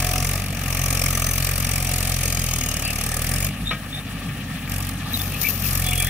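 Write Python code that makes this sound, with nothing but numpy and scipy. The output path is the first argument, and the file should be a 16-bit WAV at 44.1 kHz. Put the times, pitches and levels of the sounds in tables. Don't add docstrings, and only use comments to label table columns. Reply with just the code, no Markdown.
import sys
import numpy as np
from scipy import signal
from scipy.fft import rfft, irfft, next_fast_len
from scipy.io import wavfile

SR = 44100
rng = np.random.default_rng(int(sys.argv[2]) if len(sys.argv) > 2 else 0)


def volts(x):
    e = np.asarray(x, float) / 20
    return 10 ** e


def pcm_store(signal):
    levels = np.round(np.clip(np.atleast_2d(signal), -1, 1) * 32767)
    wavfile.write(sys.argv[1], SR, levels.astype(np.int16).T)


N = 268569
TIME = np.arange(N) / SR
SIZE = next_fast_len(N + 4096)
BINS = np.maximum(np.arange(SIZE // 2 + 1) * SR / SIZE, 1)


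def rms_one(x):
    return x / np.sqrt(np.mean(x ** 2) + 1e-20)


def in_time(rows):
    s, *columns = np.transpose(rows)
    return [np.interp(TIME, s, c) for c in columns]


def at_hz(points, hz, column=1):
    points = np.array(points)
    return np.interp(np.log(hz), np.log(points[:, 0]), points[:, column])


def drift(rate_hz):
    r = np.exp(-2 * np.pi * 40 * rate_hz / SR)
    slow = signal.lfilter([1], [1, -2 * r, r * r], rng.standard_normal(N // 40 + 2002))[2000:]
    return np.interp(np.arange(N) / 40, np.arange(len(slow)), rms_one(slow))


def swells(table):
    return sum(volts(db) * np.sin(np.pi * np.clip((TIME - s) / length, 0, 1)) for s, length, db in table)


def narrow(x, hz, width_hz):
    r = np.exp(-np.pi * width_hz / SR)
    poles = [1, -2 * r * np.cos(2 * np.pi * hz / SR), r * r]
    return signal.lfilter([(1 - r * r) / 2, 0, (r * r - 1) / 2], poles, x)


def tones(table, width_hz):
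    out = np.zeros(N)
    for s, length, hz, db in table:
        start, size = round(s * SR), round(length * SR)
        noise = rng.standard_normal(SR)[:size + 2000]
        tone = rms_one(narrow(narrow(noise, hz, width_hz), hz, width_hz)[2000:])
        out[start:start + size] += (volts(db) * tone * signal.windows.tukey(size, .6))[:N - start]
    return out * volts(2 * drift(60))


# f/Hz, likeness (0 to 1)
LIKENESS = [(100, .999), (300, 0.97), (700, 0.92), (1400, 0.69), (2800, 0.66), (6000, 0.13), (15000, 0.44)]


def stereo_noise(spectrum):
    mid, side = rfft(rng.standard_normal((2, SIZE)))
    alike = np.clip(at_hz(LIKENESS, BINS), 0, 1)
    ports = np.sqrt(1 + alike) * mid + np.sqrt(1 - alike) * side * [[1], [-1]]
    return rms_one(volts(at_hz(spectrum, BINS)) * ports) * np.sqrt(SIZE)


def bands(pair, low_hz, high_hz, count):
    centres = np.geomspace(low_hz, high_hz, count)
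    for k, hz in enumerate(centres):
        share = np.interp(np.log(BINS), np.log(centres), np.arange(count) == k)
        yield hz, irfft(pair * share, SIZE)[:, :N]


# t/s, fuel level/dB re full load
FUEL = [(0, 0), (.33, 0), (.49, -10), (.75, -1), (1.1, 1), (1.6, -1.5), (3.46, 0), (3.54, -20),
        (4.62, -20.5), (4.74, -4), (4.86, -8), (5.07, -18), (5.16, -9), (5.31, -8), (5.46, -18), (5.6, -8),
        (5.76, 0), (6.09, 0)]
FUEL_STEPS_DB = [-20, -10, 0]


def by_fuel(levels_db):
    return np.interp(in_time(FUEL)[0], FUEL_STEPS_DB, levels_db)


# t/s, firing rate f/Hz
SPEED = [(0.0, 44.41), (0.24, 44.69), (0.382, 47.59), (0.672, 44.59), (1.04, 44.88), (1.212, 43.25),
         (1.483, 45.27), (2.399, 43.38), (2.813, 36.1), (3.214, 39.43), (3.628, 54.5), (3.716, 47.92),
         (4.317, 50.49), (4.652, 43.05), (4.702, 46.25), (5.483, 46.95), (5.564, 45.9), (6.09, 43.46)]
FIRST_FIRING = .38


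def engine():
    cycles = FIRST_FIRING + np.cumsum(in_time(SPEED)[0]) / SR
    return cycles, np.flatnonzero(np.diff(np.floor(cycles - .5)))


def lugging():
    return np.minimum(in_time(SPEED)[0] - 44, 0)


# level/dB at overrun, part and full load
ORDER_DB = [(-38, -33, -26), (-37, -29, -25.5), (-43, -33.5, -26.5)]
# order, level/dB re the third
HIGH_ORDERS = [(5, -19), (6, -24)]
# t/s, length/s, level/dB
REBOUNDS = [
    (3.57, 0.15, -30.5),
    (4.08, 0.23, -44),
]
LUG_DB_PER_HZ = 0.75


def thump(cycles):
    lug_db = LUG_DB_PER_HZ * lugging()
    turn = 2 * np.pi * (cycles - .5) + 0.049 * drift(2.4)
    levels = [(k + 1, by_fuel(row) + lug_db) for k, row in enumerate(ORDER_DB)]
    third_db = levels[-1][1]
    levels += [(order, third_db + db) for order, db in HIGH_ORDERS]
    swing = swells(REBOUNDS) * (np.cos(turn) + .4 * np.cos(2 * turn))
    pulse = sum(volts(db + 0.29 * drift(41.0)) * np.cos(order * (turn - 0.029 * (order - 1)))
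                for order, db in levels)
    return -np.sqrt(2) * (swing + pulse)


# f/Hz, level/dB per Hz
RUMBLE_COLOUR = [(30, -45), (60, -14), (100, -8), (150, 0), (200, -1.5), (270, -1.5), (330, -19),
                 (500, -89)]
SHAFT_THIRDS = [7, 10, 11, 12, 13, 14, 16, 17]
SHAFT_DB = [-28, -60, -1, 4, -2, -10, -64, -24]
RUMBLE_DB = (-36.5, -36.5, -38)


def rumble(cycles):
    lumps = volts(-2 + drift(8)) * irfft(stereo_noise(RUMBLE_COLOUR), SIZE)[:, :N]
    lines = sum(volts(db + 3.1 * drift(0.32)) * np.sin(2 * np.pi * third / 3 * cycles + drift(6.2))
                for third, db in zip(SHAFT_THIRDS, SHAFT_DB))
    return volts(by_fuel(RUMBLE_DB) - 8.5) * (lumps + lines)


# band f/Hz, lag t/s, time to peak t/s
PUFF = [(500, -.0075, .0060), (1300, -.0050, .0050), (2500, -.0035, .0040), (6000, -.0040, .0040),
        (12000, -.0052, .0033)]
LEAK_DB = -15.5


def puffs(firings, hz, strength_db):
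    clicks = np.zeros(N)
    at = np.clip(firings + round(at_hz(PUFF, hz) * SR), 0, N - 1)
    clicks[at] = volts(strength_db)
    r = np.exp(-2 / (at_hz(PUFF, hz, column=2) * SR))
    peak_one = np.e ** 2 / 2 * (1 - r) ** 2
    return volts(LEAK_DB) + signal.lfilter([peak_one], np.poly([r, r, r]), clicks + 1e-18)


PATCH_DB, PATCHES_PER_S = 1.6, 1.5


def gated(spectrum, low_hz, high_hz, firings, shared_db, own_db, shade_db):
    eddies = volts(0.6 * drift(89.0))
    out = 0
    for hz, noise in bands(stereo_noise(spectrum), low_hz, high_hz, count=14):
        strength_db = shared_db + own_db * rng.standard_normal(len(firings))
        patches_db = PATCH_DB * drift(PATCHES_PER_S)
        out = out + noise * puffs(firings, hz, strength_db) * volts(shade_db * (hz < 7500) + patches_db)
    return 2 * eddies * out


PIPE_HZ = [4700, 5500, 7060, 8550, 8600, 9800, 10600, 12000, 12100, 13200, 14200]


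def pipe_modes(firings):
    out = 0
    for hz in PIPE_HZ:
        mode = rms_one(narrow(rng.standard_normal(N), hz, .015 * hz)) * volts(5 * drift(2))
        out = out + mode * puffs(firings, hz, 3 * rng.standard_normal(len(firings)))
    return out


# f/Hz, level/dB per Hz
HISS_COLOUR = [(2500, -37), (3900, -6.5), (4700, 5.5), (6000, 10.5), (7400, 12), (8500, 12.5), (10500, 4),
               (12000, 3.5), (16500, 3)]
HISS_DB = (-90, -51.5, -41)
# t/s, length/s, f/Hz, level/dB
WHISTLES = [(.02, .3, 6050, -37), (.05, .25, 5600, -41), (.93, .2, 5550, -35), (.98, .45, 6130, -33),
            (1.3, .8, 5770, -44), (1.8, .5, 6850, -40), (2.1, .85, 6580, -31), (2.9, .35, 6150, -38),
            (3.38, .12, 6800, -33)]
HISS_LUG_DB_PER_HZ = 0.2
SHADE_DB_PER_S = -0.46
PIPE_DB = -7.5
WHISTLE_WIDTH_HZ = 110


def exhaust(firings, shared_db):
    level_db = by_fuel(HISS_DB) + HISS_LUG_DB_PER_HZ * lugging()
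    hiss = gated(HISS_COLOUR, 4600, 16000, firings, shared_db, own_db=2.5, shade_db=SHADE_DB_PER_S * TIME)
    modes = pipe_modes(firings)
    whistles = volts(16.5) * tones(WHISTLES, WHISTLE_WIDTH_HZ)
    blown = puffs(firings, 1700, 1.37 * rng.standard_normal(len(firings)))
    return volts(level_db) * hiss + volts(level_db + PIPE_DB) * modes + whistles * blown


# f/Hz, level/dB per Hz
KNOCK_COLOUR = [(180, -43), (300, -16), (726, -3), (942, -18.5), (1250, 0), (1470, -15.5), (2390, 0),
                (3130, -14), (4500, -17.5), (5850, -42), (9900, -120)]
KNOCK_DB = (-45.5, -39, -31.5)
FADE_DB_PER_S = -1.07


def knock(firings, shared_db):
    level_db = by_fuel(KNOCK_DB) + FADE_DB_PER_S * TIME - 9.0
    return volts(level_db) * gated(KNOCK_COLOUR, 393, 3880, firings, shared_db, own_db=-1.5, shade_db=1.0)


# f/Hz, level/dB per Hz
GEAR_COLOUR = [(200, -18), (330, -9), (600, -5.5), (800, 1), (1000, -10.5), (1200, 3.5), (1500, -6),
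               (1800, 3.5), (2100, -7), (2500, -2), (3600, -12.5), (5000, -13.5), (8000, -7.5),
               (16500, -28)]
GEAR_DB = (-33.5, -33.5, -31.5)
# t/s, length/s, level/dB re the running gear
DIGS = [
    (1.9, 0.53, -14),
    (4.85, 1.0, -8.5),
]
GEAR_FLICKER_DB = 2.06


def running_gear():
    together = drift(45.0)
    noise = sum(band * volts(GEAR_FLICKER_DB * (0.25 * together + drift(22.6)) + drift(0.79))
                for hz, band in bands(stereo_noise(GEAR_COLOUR), 272, 16800, count=10))
    return volts(by_fuel(GEAR_DB) - 12.0) * (1 + swells(DIGS)) * noise


GROUND_S, GROUND_DB, GROUND_CUT_HZ = 0.00169, -15, 1340


def ground(x):
    echo = signal.lfilter(*signal.butter(1, GROUND_CUT_HZ, fs=SR), x)
    return x + volts(GROUND_DB) * np.roll(echo, round(GROUND_S * SR), axis=-1)


# t/s, length/s, level/dB
WHINES = [
    (-.05, .32, -19),
    (1.55, 0.95, -29.5),
    (5.76, 0.36, -25),
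]
WHINE_ORDER = 16.45


def whine(cycles):
    level = swells(WHINES) * volts(3 * drift(15) - 1)
    return level * np.sin(2 * np.pi * WHINE_ORDER * cycles + .5 * drift(15))


# f/Hz, level/dB per Hz
AIR_COLOUR = [(3000, 7), (6000, -22.5), (9000, -15.5), (12000, -11), (15000, 14), (16500, 9.5)]
AIR_DB = -61


def field():
    return volts(AIR_DB) * sum(noise * volts(1.5 * drift(6.0))
                             for hz, noise in bands(stereo_noise(AIR_COLOUR), 4000, 15000, count=6))


# t/s, length/s, f/Hz, level/dB
SQUEAKS = [(2.83, .05, 4560, -21), (3.648, 0.067, 3620, -24.5), (3.655, 0.049, 7240, -27),
           (3.675, 0.049, 3820, -25), (3.9, .08, 10500, -40), (3.92, 0.058, 3610, -26),
           (3.965, .04, 3620, -30), (5.135, 0.035, 3870, -16.5), (5.19, .032, 3520, -24.5),
           (5.43, .06, 2300, -14.5), (5.83, 0.11, 3400, -26), (5.92, 0.23, 3350, -26.5)]
# t/s, length/s, f/Hz, level/dB
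RATTLES = [(2.3, 0.35, 3070, -34.5), (2.55, 0.32, 2870, -31.5), (2.82, 0.12, 2660, -21),
           (5.3, 0.1, 2600, -26), (5.44, 0.075, 2650, -22.5), (5.62, 0.051, 2600, -25),
           (5.905, 0.055, 2330, -18), (5.92, 0.025, 2840, -21), (5.995, 0.053, 2380, -16.5),
           (6.06, .05, 1920, -17), (6.06, 0.036, 2820, -50)]
SQUEAK_WIDTH_HZ, RATTLE_WIDTH_HZ = 125, 270


def linkage():
    return tones(SQUEAKS, SQUEAK_WIDTH_HZ) + tones(RATTLES, RATTLE_WIDTH_HZ)


# t/s, level/dB
CLANK = [
    (3.706, -21),
    (3.712, -4),
    (3.719, -21),
    (3.732, -9),
    (3.748, -12),
]
# f/Hz, level/dB, t60/s
FRAME = [(515, -7, 0.15), (672, -2, 0.2), (1265, 12.5, 0.1), (1606, -1, 0.29), (1860, 3.5, 0.15),
         (2300, 9, 0.046), (2650, -1, 0.045), (3620, -16, 0.065), (5200, -15, .06)]


def clank():
    s, db = np.transpose(CLANK)
    since = np.maximum(TIME - s[0], 0)
    mid_band = signal.butter(2, [1050, 2900], "band", fs=SR, output="sos")
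    crash = signal.sosfilt(mid_band, rng.standard_normal(N))
    out = volts(6.0) * crash * since / 0.014 * np.exp(-since / 0.011)
    out += volts(-40) * rng.standard_normal(N) * (since > 0) * np.exp(-since / .03)
    for hz, level_db, t60 in FRAME:
        clicks = np.zeros(N)
        clicks[(s * SR).astype(int)] = volts(db + level_db - 16.5 + 2 * rng.standard_normal(len(s)))
        r, w = volts(-60 / (t60 * SR)), 2 * np.pi * hz / SR
        out += signal.lfilter([0, np.sin(w)], [1, -2 * r * np.cos(w), r * r], clicks + 1e-18)
    return out


# f/Hz, level/dB per Hz
STRAW_COLOUR = [(3500, -16), (5200, -5.5), (7000, -1.5), (10000, -8.5), (12000, -6.5), (13500, 0),
                (15000, 0.5), (16500, -38)]
# t/s of peak, level/dB
BRUSHES = [
    (5.14, -46),
    (5.225, -54),
    (5.422, -40),
    (5.49, -46.5),
    (5.66, -43),
]
# t/s, level/dB over the rustle
SNAPS = [(5.134, 12), (5.174, 17), (5.2175, 20), (5.4152, 20), (5.4186, 11), (5.422, 4), (5.433, 5),
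         (5.4875, 7)]
BRUSH_RISE_DB_PER_S, BRUSH_FALL_DB_PER_S = 350, 87


def straw():
    noise = irfft(stereo_noise(STRAW_COLOUR), SIZE)[:, :N]
    level = 0
    for s, db in BRUSHES:
        slope_db = np.minimum(BRUSH_RISE_DB_PER_S * (TIME - s), BRUSH_FALL_DB_PER_S * (s - TIME))
        level = level + volts(db + slope_db)
    crackle = volts(2 * drift(100))
    for at, over_db in SNAPS:
        crackle = crackle + volts(over_db) * (TIME > at) * np.exp(-np.abs(TIME - at) / .0007)
    return noise * level * crackle * volts(np.array([[0], [-6.0]]))


def scene():
    cycles, firings = engine()
    shared_db = 1.2 * rng.standard_normal(len(firings))
    reflected = ground(exhaust(firings, shared_db) + knock(firings, shared_db) + running_gear())
    implement = linkage() + clank()
    tractor = thump(cycles) + rumble(cycles) + reflected + whine(cycles)
    return tractor + implement + straw() + field()


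def low_pass(x):
    return signal.sosfilt(signal.butter(12, 16750, fs=SR, output="sos"), x)


# f/Hz, phase/rad
LEAD = [(0, 0), (2330, 0.1), (3450, -1.4), (3700, -2.1), (4820, -3.2), (6120, -7.0), (7670, -13.2),
        (10500, -15.8), (11700, -16.6), (14200, -15.0), (14500, -14.3), (14700, -15.8), (15500, -11.1),
        (16300, -12.2)]
# f/Hz, left level/dB, right level/dB
PORTS = [(95.6, -2.32, -3), (1200, -14.5, -14), (2600, -7.5, -16), (3670, -4.5, -7), (4280, -8, -8.5),
         (5630, -10.5, -16), (7250, -15, -26), (7270, -37, -18), (9700, -19, -9), (9600, -6.5, -17.5),
         (10700, -8, -5), (12600, -3.5, -8), (14150, -6, -50), (17600, -6.5, -48)]
CUTOFF_HZ = np.array([[15700], [13700]])


def record(dry):
    lead = np.interp(BINS, *np.transpose(LEAD))
    colour = volts(np.array([at_hz(PORTS, BINS), at_hz(PORTS, BINS, column=2)]))
    ports = colour * np.exp(.5j * lead * [[1], [-1]])
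    ports = ports / (1 + (BINS / CUTOFF_HZ) ** np.array([[600], [120]]))
    mix = irfft(rfft(dry, SIZE) * ports, SIZE)[:, :N]
    return low_pass(mix)


dry = scene()
out = record(dry)
pcm_store(out)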